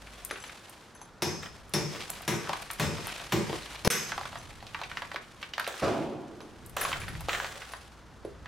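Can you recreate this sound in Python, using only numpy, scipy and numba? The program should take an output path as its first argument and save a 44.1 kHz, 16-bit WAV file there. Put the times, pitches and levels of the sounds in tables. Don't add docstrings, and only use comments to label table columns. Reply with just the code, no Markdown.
import sys
import numpy as np
from scipy import signal
from scipy.fft import rfft, irfft
from scipy.io import wavfile
from scipy.ndimage import uniform_filter1d, minimum_filter1d
from numba import njit

SR = 44100
rng = np.random.default_rng(int(sys.argv[2]) if len(sys.argv) > 2 else 0)


def wav_record(signal):
    frames = np.transpose(np.atleast_2d(signal))
    bounded = np.clip(frames, -1, 1)
    quanta = np.round(bounded * 32767).astype(np.int16)
    wavfile.write(sys.argv[1], SR, quanta)


N = 373527
T = np.arange(N) / SR

# start in seconds, strength in dB, wall boom in dB, shaft ring in dB,
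# head ring in dB, extra crunch above 1 kHz in dB, freest shaft pitch in Hz,
# left minus right in dB, level of the grit knocked loose in dB.
BLOWS = [(1.221, -17.5, -5, -1.5, -15, -0.5, 5500, 2, -54),
         (1.737, -14.5, -3, -1.5, -17.5, 0, 5420, 2, -42.5),
         (2.278, -16.5, -5, -6, -14, 1.5, 5700, 2.2, -44), (2.797, -13, -3, -9, -22.5, 0.5, 5180, 2, -40),
         (3.322, -16.5, -2.5, -9, -24.5, 0, 4860, 1, -43), (3.848, -14, 1, -5.5, -15.5, -1, 5040, 3.5, -60),
         (3.902, -25, -13, 6.5, 2, 9.5, 5800, -1.2, -50)]

POP_S, GAP_S, BACK_S = 3.8740, 3.8779, 3.9012
POP_DB, GAP_DB = 12.5, -19


def undb(db):
    return 10 ** (np.asarray(db) / 20)


def unit(x):
    return x / np.sqrt(np.mean(x ** 2))


def band(x, lo_hz, hi_hz):
    sos = signal.butter(2, [lo_hz, min(hi_hz, .45 * SR)], "band", fs=SR, output="sos")
    return signal.sosfilt(sos, x)


def curve(table, column=1):
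    table = np.vstack(table)
    return undb(np.interp(T, table[:, 0], table[:, int(column)]))


def fade(t, t60):
    return np.exp(-np.log(1000) * t / t60)


def add(out, s, x, pan_db):
    i = int(s * SR)
    x = x[:N - i]
    out[:, i:i + len(x)] += x * undb([[pan_db / 2], [-pan_db / 2]])


def side_db(s):
    return 1.6 if s < GAP_S else -1.2


def spread(x, width):
    return x + width * np.roll(x, len(x) // 3) * np.array([[1], [-1]])


def grains(per_s, spread_db, count):
    chance = rng.random((3, count))
    clicks = chance[0] < per_s / SR
    sign = np.sign(chance[1] - .5)
    size = undb(-spread_db * np.log(1 - chance[2]))
    return unit(clicks * sign * size)


def ring(modes, scatter_db, rough_hz, clean):
    hz, db, t60 = np.transpose(modes)[..., None]
    t, hold = T[:SR // 2], int(SR / rough_hz)
    steps = rng.standard_normal((2, len(modes), len(t) // 40))
    waver = np.repeat(steps, hold, 2)[..., :len(t)]
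    sine_waver, cosine_waver = 1.79 * uniform_filter1d(waver, hold)
    weight = undb(db + scatter_db * rng.standard_normal(hz.shape)) * fade(t, t60)
    angle = 2 * np.pi * hz * t
    return np.sum(weight * ((clean + sine_waver) * np.sin(angle) + cosine_waver * np.cos(angle)), 0)


def rumble(bands, burst):
    t = T[:len(burst)]
    return sum(undb(db) * unit(band(burst, hz / 1.436, hz * 1.424)) * fade(t, t60)
               for hz, db, t60 in bands)


def blows():
    # pitch in Hz, level in dB, time to die by 60 dB in seconds.
    wall_modes = [(90.8, -8, 0.45), (142, 1, .33), (208, -2, 0.36), (336, 2, 0.23), (459.5, 0, 0.2),
                  (582, 2, .2), (758, -9.5, 0.19)]
    # pitch in Hz, level in dB, time to die by 60 dB in seconds.
    shaft_modes = [(3670, 2, .22), (4355, -3, 0.3), (4860, -9.5, 0.44), (5230, -8.5, 0.46),
                   (5400, -6, 0.34), (5800, -5, 0.3), (6340, -7, 0.43), (6900, -10, .3)]
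    # pitch in Hz, level in dB, time to die by 60 dB in seconds.
    head_modes = [(7840, -11.5, 0.39), (8900, -2, 0.13), (9600, -6.5, 0.24), (10340, -7.5, 0.19),
                  (10780, 1, 0.19), (11900, -7, 0.3), (11400, -8.5, 0.26), (12100, -9, 0.17),
                  (12500, -21, 0.17)]
    # middle of the band in Hz, level in dB,
    # time to die by 60 dB in seconds.
    crush_bands = [(183.6, 2.5, 0.35), (337, 2.5, 0.34), (717, 2.5, .28), (1836, 2.5, .3), (2960, 0, 0.28),
                   (5630, -2.5, 0.3), (9150, -7.5, 0.2), (12500, -13, 0.2)]
    out, t = np.zeros((2, N)), T[:SR // 2]
    for s, db, wall_db, shaft_db, head_db, crunch_db, free_hz, pan_db, _ in BLOWS:
        bands = [(hz, d + crunch_db * (hz > 1000), t60) for hz, d, t60 in crush_bands]
        crush = rumble(bands, grains(20000, 1.27, count=len(t)))
        boom = ring(wall_modes, 2.1, 66, .5) * (1 - np.exp(-t / 0.022))
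        held = [(hz, d - 28 * abs(np.log2(hz / free_hz)), t60) for hz, d, t60 in shaft_modes]
        shaft = undb(shaft_db) * ring(held, 1.8, 450, .25)
        head = undb(head_db) * ring(head_modes, 3.5, 400, .3)
        alive = (s > GAP_S) | (s + t < GAP_S)
        add(out, s, undb(db) * (crush + undb(wall_db) * boom + shaft + head) * alive, pan_db)
    return out


def taps(table, modes, scatter_db, rough_hz, clean):
    out = np.zeros((2, N))
    for s, db in table:
        add(out, s, undb(db) * ring(modes, scatter_db, rough_hz, clean), side_db(s))
    return out


def blade_touches():
    # start in seconds, level in dB.
    touch_times = [(.31, -54), (.40, -58), (.425, -57), (.465, -60), (.95, -62), (1.015, -59.5),
                   (4.385, -58), (6.415, -64.5), (8.25, -66)]
    # pitch in Hz, level in dB, time to die by 60 dB in seconds.
    blade_modes = [(3080, -10, .12), (6060, 2, .06), (6260, -4, 0.085), (7640, -2, 0.098), (10770, -1, .14),
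                   (14560, -21, 0.17)]
    return taps(touch_times, blade_modes, 3.1, 110, 0.44)


def thin_clinks():
    # start in seconds, level in dB.
    clink_times = [(6.812, -36.5), (7.00, -53), (7.085, -58), (7.72, -57.5)]
    # pitch in Hz, level in dB, time to die by 60 dB in seconds.
    thin_modes = [(9800, -6, .12), (10530, -0.5, 0.17), (10400, -4, 0.1), (12000, -4, 0.11),
                  (12690, -21, .1), (14970, -20, .1)]
    return taps(clink_times, thin_modes, 1.7, 90, .6)


def lump():
    # middle of the band in Hz, level in dB, time to die by 60 dB in seconds.
    ground_bands = [(105, -12, 0.69), (169.5, -2, 0.98), (292, 2.5, 1.43), (522, 4, 0.96), (964, -.5, 0.61),
                    (1880, -11, 0.88), (3500, -16, .5)]
    out, t = np.zeros((2, N)), T[:SR]
    build = 1 - np.exp(-(t / 0.011) ** 2)
    boom = rumble(ground_bands, grains(20000, 1.7, count=SR)) * build
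    add(out, 5.814, undb(-27) * boom, -1.3)
    return out


def pours():
    # start in seconds, level in dB, time to die by 60 dB in seconds.
    pour_times = [(1.424, -41, .2), (1.942, -38, .22), (5.678, -39.5, 0.53), (5.93, -52, 0.56),
                  (6.766, -31.5, 0.79), (7.286, -33.5, 0.95)]
    # middle of the band in Hz, level in dB.
    rubble_bands = [(700, -3.5), (1400, 0.5), (2800, -3), (5600, -6), (11000, -14.5)]
    out = np.zeros((2, N))
    for s, db, t60 in pour_times:
        bands = [(hz, d, t60) for hz, d in rubble_bands]
        crunch = rumble(bands, grains(3500, 2.1, count=SR // 2))
        add(out, s, undb(db) * crunch, side_db(s))
    return out


def chips(level, base_t60=0.046):
    # start in seconds, level in dB, pitch in Hz.
    chip_hits = [(0.301, -46, 2500), (0.31, -35, 1400), (0.358, -43, 1620), (0.439, -43.5, 1790),
                 (0.495, -45.5, 1850), (1.015, -47, 829), (1.431, -42, 1550), (1.46, -45, 1550),
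                 (1.949, -39, 1570), (2.023, -40.5, 3110), (2.102, -43, 900), (2.493, -28, 760),
                 (2.532, -30.5, 1000), (2.702, -37, 1400), (2.983, -34, 861), (3.07, -39, 910),
                 (3.495, -31, 590), (3.529, -35, 920), (4.119, -32, 1170), (4.179, -32.5, 920),
                 (4.212, -38, 918), (4.254, -39, 1200), (4.329, -41.5, 783), (4.356, -38, 1040),
                 (4.626, -44, 818), (4.667, -45, 3200), (4.746, -34, 1320), (4.79, -45, 1200),
                 (4.815, -35, 860), (4.835, -38.5, 2350), (4.915, -40, 1520), (4.971, -34, 1740),
                 (5.02, -36, 1110), (5.05, -49, 1680), (5.116, -39.5, 1380), (5.144, -37, 677),
                 (5.16, -34.5, 1490), (5.428, -37, 2000), (5.536, -36, 2620), (5.58, -31.5, 1210),
                 (5.597, -30, 1240), (5.644, -38.5, 3200), (5.667, -36.5, 1700), (5.676, -31, 700),
                 (6.405, -44, 780), (6.769, -28, 1140), (6.814, -34, 1640), (6.85, -28.5, 970),
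                 (6.917, -36.5, 1200), (6.929, -31, 1620), (6.959, -41.5, 1400), (7.017, -41.5, 1560),
                 (7.081, -39, 1450), (7.152, -44.5, 1320), (7.207, -44.5, 982), (7.285, -30, 744),
                 (7.293, -28, 1740), (7.331, -32.5, 1800), (7.349, -33, 1660), (7.4, -33.5, 1370),
                 (7.445, -36, 1380), (7.619, -42.5, 1650), (7.736, -39, 1170), (8.249, -47, 650),
                 (8.458, -45, 1500)]
    # start in seconds, level in dB.
    heavy_hits = [(0.31, -19), (1.949, -19), (2.983, -18), (3.495, -19), (3.529, -17), (5.144, -28),
                  (5.676, -23), (6.769, -25), (7.285, -28), (8.249, -18)]
    # start in seconds, level in dB.
    splinter_hits = [(0.249, -30), (0.696, -42.5), (1.694, -50), (2.102, -26.5), (2.22, -45.5),
                     (2.62, -41.5), (2.712, -31), (2.733, -38), (3.07, -33), (5.597, -35), (5.676, -36),
                     (6.662, -41), (6.696, -47.5), (6.767, -29), (7.207, -40.5)]
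    knock_db, thump_db, tick_db = -5.5, -5, -18
    out, t = np.zeros((2, N)), T[:SR // 8]
    hit = 1 + 1.25 * np.exp(-t / 0.0014)

    def contact():
        return rng.standard_normal(len(t)) * hit

    def thump(noise):
        return band(noise, 290, 510) * fade(t, 3.8 * base_t60)

    def tick(noise):
        return band(band(noise, 4900, 14400), 7900, 14400) * fade(t, 0.7 * base_t60)

    def burst(noise, envelope):
        return unit(noise * envelope) * np.sqrt(np.mean((hit * envelope) ** 2))

    for s, db, hz in chip_hits + crumbs(level):
        noise = contact()
        stone = burst(band(noise, hz / 1.55, hz * 1.5), fade(t, 1.55 * base_t60))
        knock = burst(band(band(noise, 470, 5360), 370, 3820), fade(t, 1.1 * base_t60))
        parts = stone + undb(knock_db) * knock
        parts = parts + undb(thump_db) * thump(noise) + undb(tick_db) * tick(noise)
        add(out, s, undb(db) * parts, side_db(s))
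    for s, db in heavy_hits:
        add(out, s, undb(db) * thump(contact()), side_db(s))
    for s, db in splinter_hits:
        add(out, s, undb(db) * tick(contact()), side_db(s) + 6.0 * rng.standard_normal())
    return out


def crumbs(level, count=80, low_hz=750, high_hz=3300):
    when, size, pitch = rng.random((count, 3)).T
    share = np.cumsum(np.sqrt(level))
    s = np.interp(when, share / share[-1], T)
    grit_db = 20 * np.log10(np.interp(s, T, level))
    db = grit_db - 2 - 2.5 * np.log(1 - size)
    return list(zip(s, db, low_hz * (high_hz / low_hz) ** pitch))


def loose():
    # time in seconds, level in dB.
    raking_levels = [(0.0, -55), (0.5, -51), (0.76, -58), (1.2, -68), (3.88, -68), (3.91, -38), (4.1, -50),
                     (4.63, -59), (4.98, -52), (5.3, -60), (5.55, -57), (5.8, -45), (6.16, -65),
                     (6.76, -60), (6.8, -43), (7.26, -53), (7.3, -45), (7.7, -50), (8.04, -66)]
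    fall_s, trickle_db_per_s = .16, 22
    power = curve(raking_levels) ** 2
    for s, *_, grit_db in BLOWS:
        late = T - s - fall_s
        heard = (s > GAP_S) | (T < GAP_S)
        arrives = np.clip((T - s) / fall_s, 0, 1) ** 2 * heard
        power = power + (arrives * undb(grit_db - trickle_db_per_s * np.maximum(late, 0))) ** 2
    return np.sqrt(power)


def grit(level):
    steps = np.repeat(rng.standard_normal(N // 400 + 1), 400)[:N]
    spills = undb(2.87 * uniform_filter1d(steps, size=150))
    coarse = spread(unit(band(grains(6000, 2.0, count=N), 346, 4000)), .35)
    dust = spread(unit(band(grains(12000, 1.9, count=N), 4800, 10900)), 0.71)
    return spills * level * (coarse + undb(-10) * dust)


def traffic():
    # frequency in Hz, relative level in dB per Hz.
    town_tone = [(35, -23), (60, -1), (217, -2), (651, -7), (842, -6), (1470, -8.5), (2470, -20),
                 (6140, -25), (11000, -40.5), (16000, -48)]
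    corner_hz, tone_db = np.transpose(town_tone)
    hz = np.maximum(np.fft.rfftfreq(2 ** 19, 1 / SR), 1)
    shape = undb(np.interp(np.log(hz), np.log(corner_hz), tone_db))
    noise = irfft(rfft(rng.standard_normal(2 ** 19)) * shape)[:N]
    return undb(-54.5) * spread(unit(noise), 0.23)


def wind():
    # time in seconds, level in dB.
    wind_levels = [(0.0, -58), (0.78, -76), (1.32, -56), (3.86, -58), (3.9, -50), (4.9, -55), (5.64, -64.5),
                   (5.97, -63), (6.44, -57), (7.17, -41), (7.69, -62.5), (8.47, -52)]
    return curve(wind_levels) * spread(unit(band(rng.standard_normal(N), 24, 143)), 0.44)


def engine():
    # time in seconds, pitch in Hz, level in dB.
    drone_glide = [(0.0, 56, -53), (.25, 48, -57), (.55, 42, -72), (2.2, 42, -75), (2.5, 43, -62),
                   (3.1, 48, -57), (3.86, 56, -54), (3.9, 57, -80), (7.3, 57, -75), (7.7, 59, -59),
                   (8.47, 61, -58)]
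    hz = np.interp(T, *np.transpose(drone_glide)[:2])
    return curve(drone_glide, column=2) * unit(np.sin(2 * np.pi * np.cumsum(hz) / SR))


def yard(x, t60=0.33, treble_t60=0.23):
    t = T[:SR // 2]
    low, high = (spread(rng.standard_normal(len(t)), width) * (t > .004) for width in (.6, .95))
    tail = band(low, 72, 2780) * fade(t, t60)
    tail = tail + band(band(high, 2900, 15600), 2400, 18000) * fade(t, treble_t60)
    tail = tail / np.sqrt(np.sum(tail ** 2) / 2)
    return signal.oaconvolve(x.mean(0)[None], tail, axes=1)[:, :N]


def scene():
    level = loose()
    near = blows() + blade_touches() + thin_clinks() + lump() + pours() + chips(level)
    treble = np.roll(band(near.mean(0), 8500, 17000), int(.0006 * SR))
    near = near + .55 * treble * np.array([[1], [-1]])
    return near + undb(-7.0) * yard(near) + grit(level) + traffic() + wind() + engine()


@njit
def follow(x, release):
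    e, out = 0., np.empty(len(x))
    for i in range(len(x)):
        e = max(x[i], e * release)
        out[i] = e
    return out


def record(dry, ceiling_db=-16.0, release_s=0.11, ahead_s=0.0013):
    ahead = int(ahead_s * SR) + 1
    peak = -minimum_filter1d(-np.abs(dry).max(0), 2 * ahead + 1)
    held_peak = follow(peak, np.exp(-1 / (release_s * SR)))
    gain = np.minimum(1, undb(ceiling_db) / (held_peak + 1e-9))
    gain = uniform_filter1d(gain, ahead)
    jump_db = np.where(T < POP_S, 0, np.where(T < GAP_S, POP_DB, np.where(T < BACK_S, GAP_DB, 0)))
    x = dry * gain * uniform_filter1d(undb(jump_db), size=9)
    return signal.sosfilt(signal.ellip(10, .2, 70, 15900, fs=SR, output="sos"), x)


dry = scene()
out = record(dry)
wav_record(out)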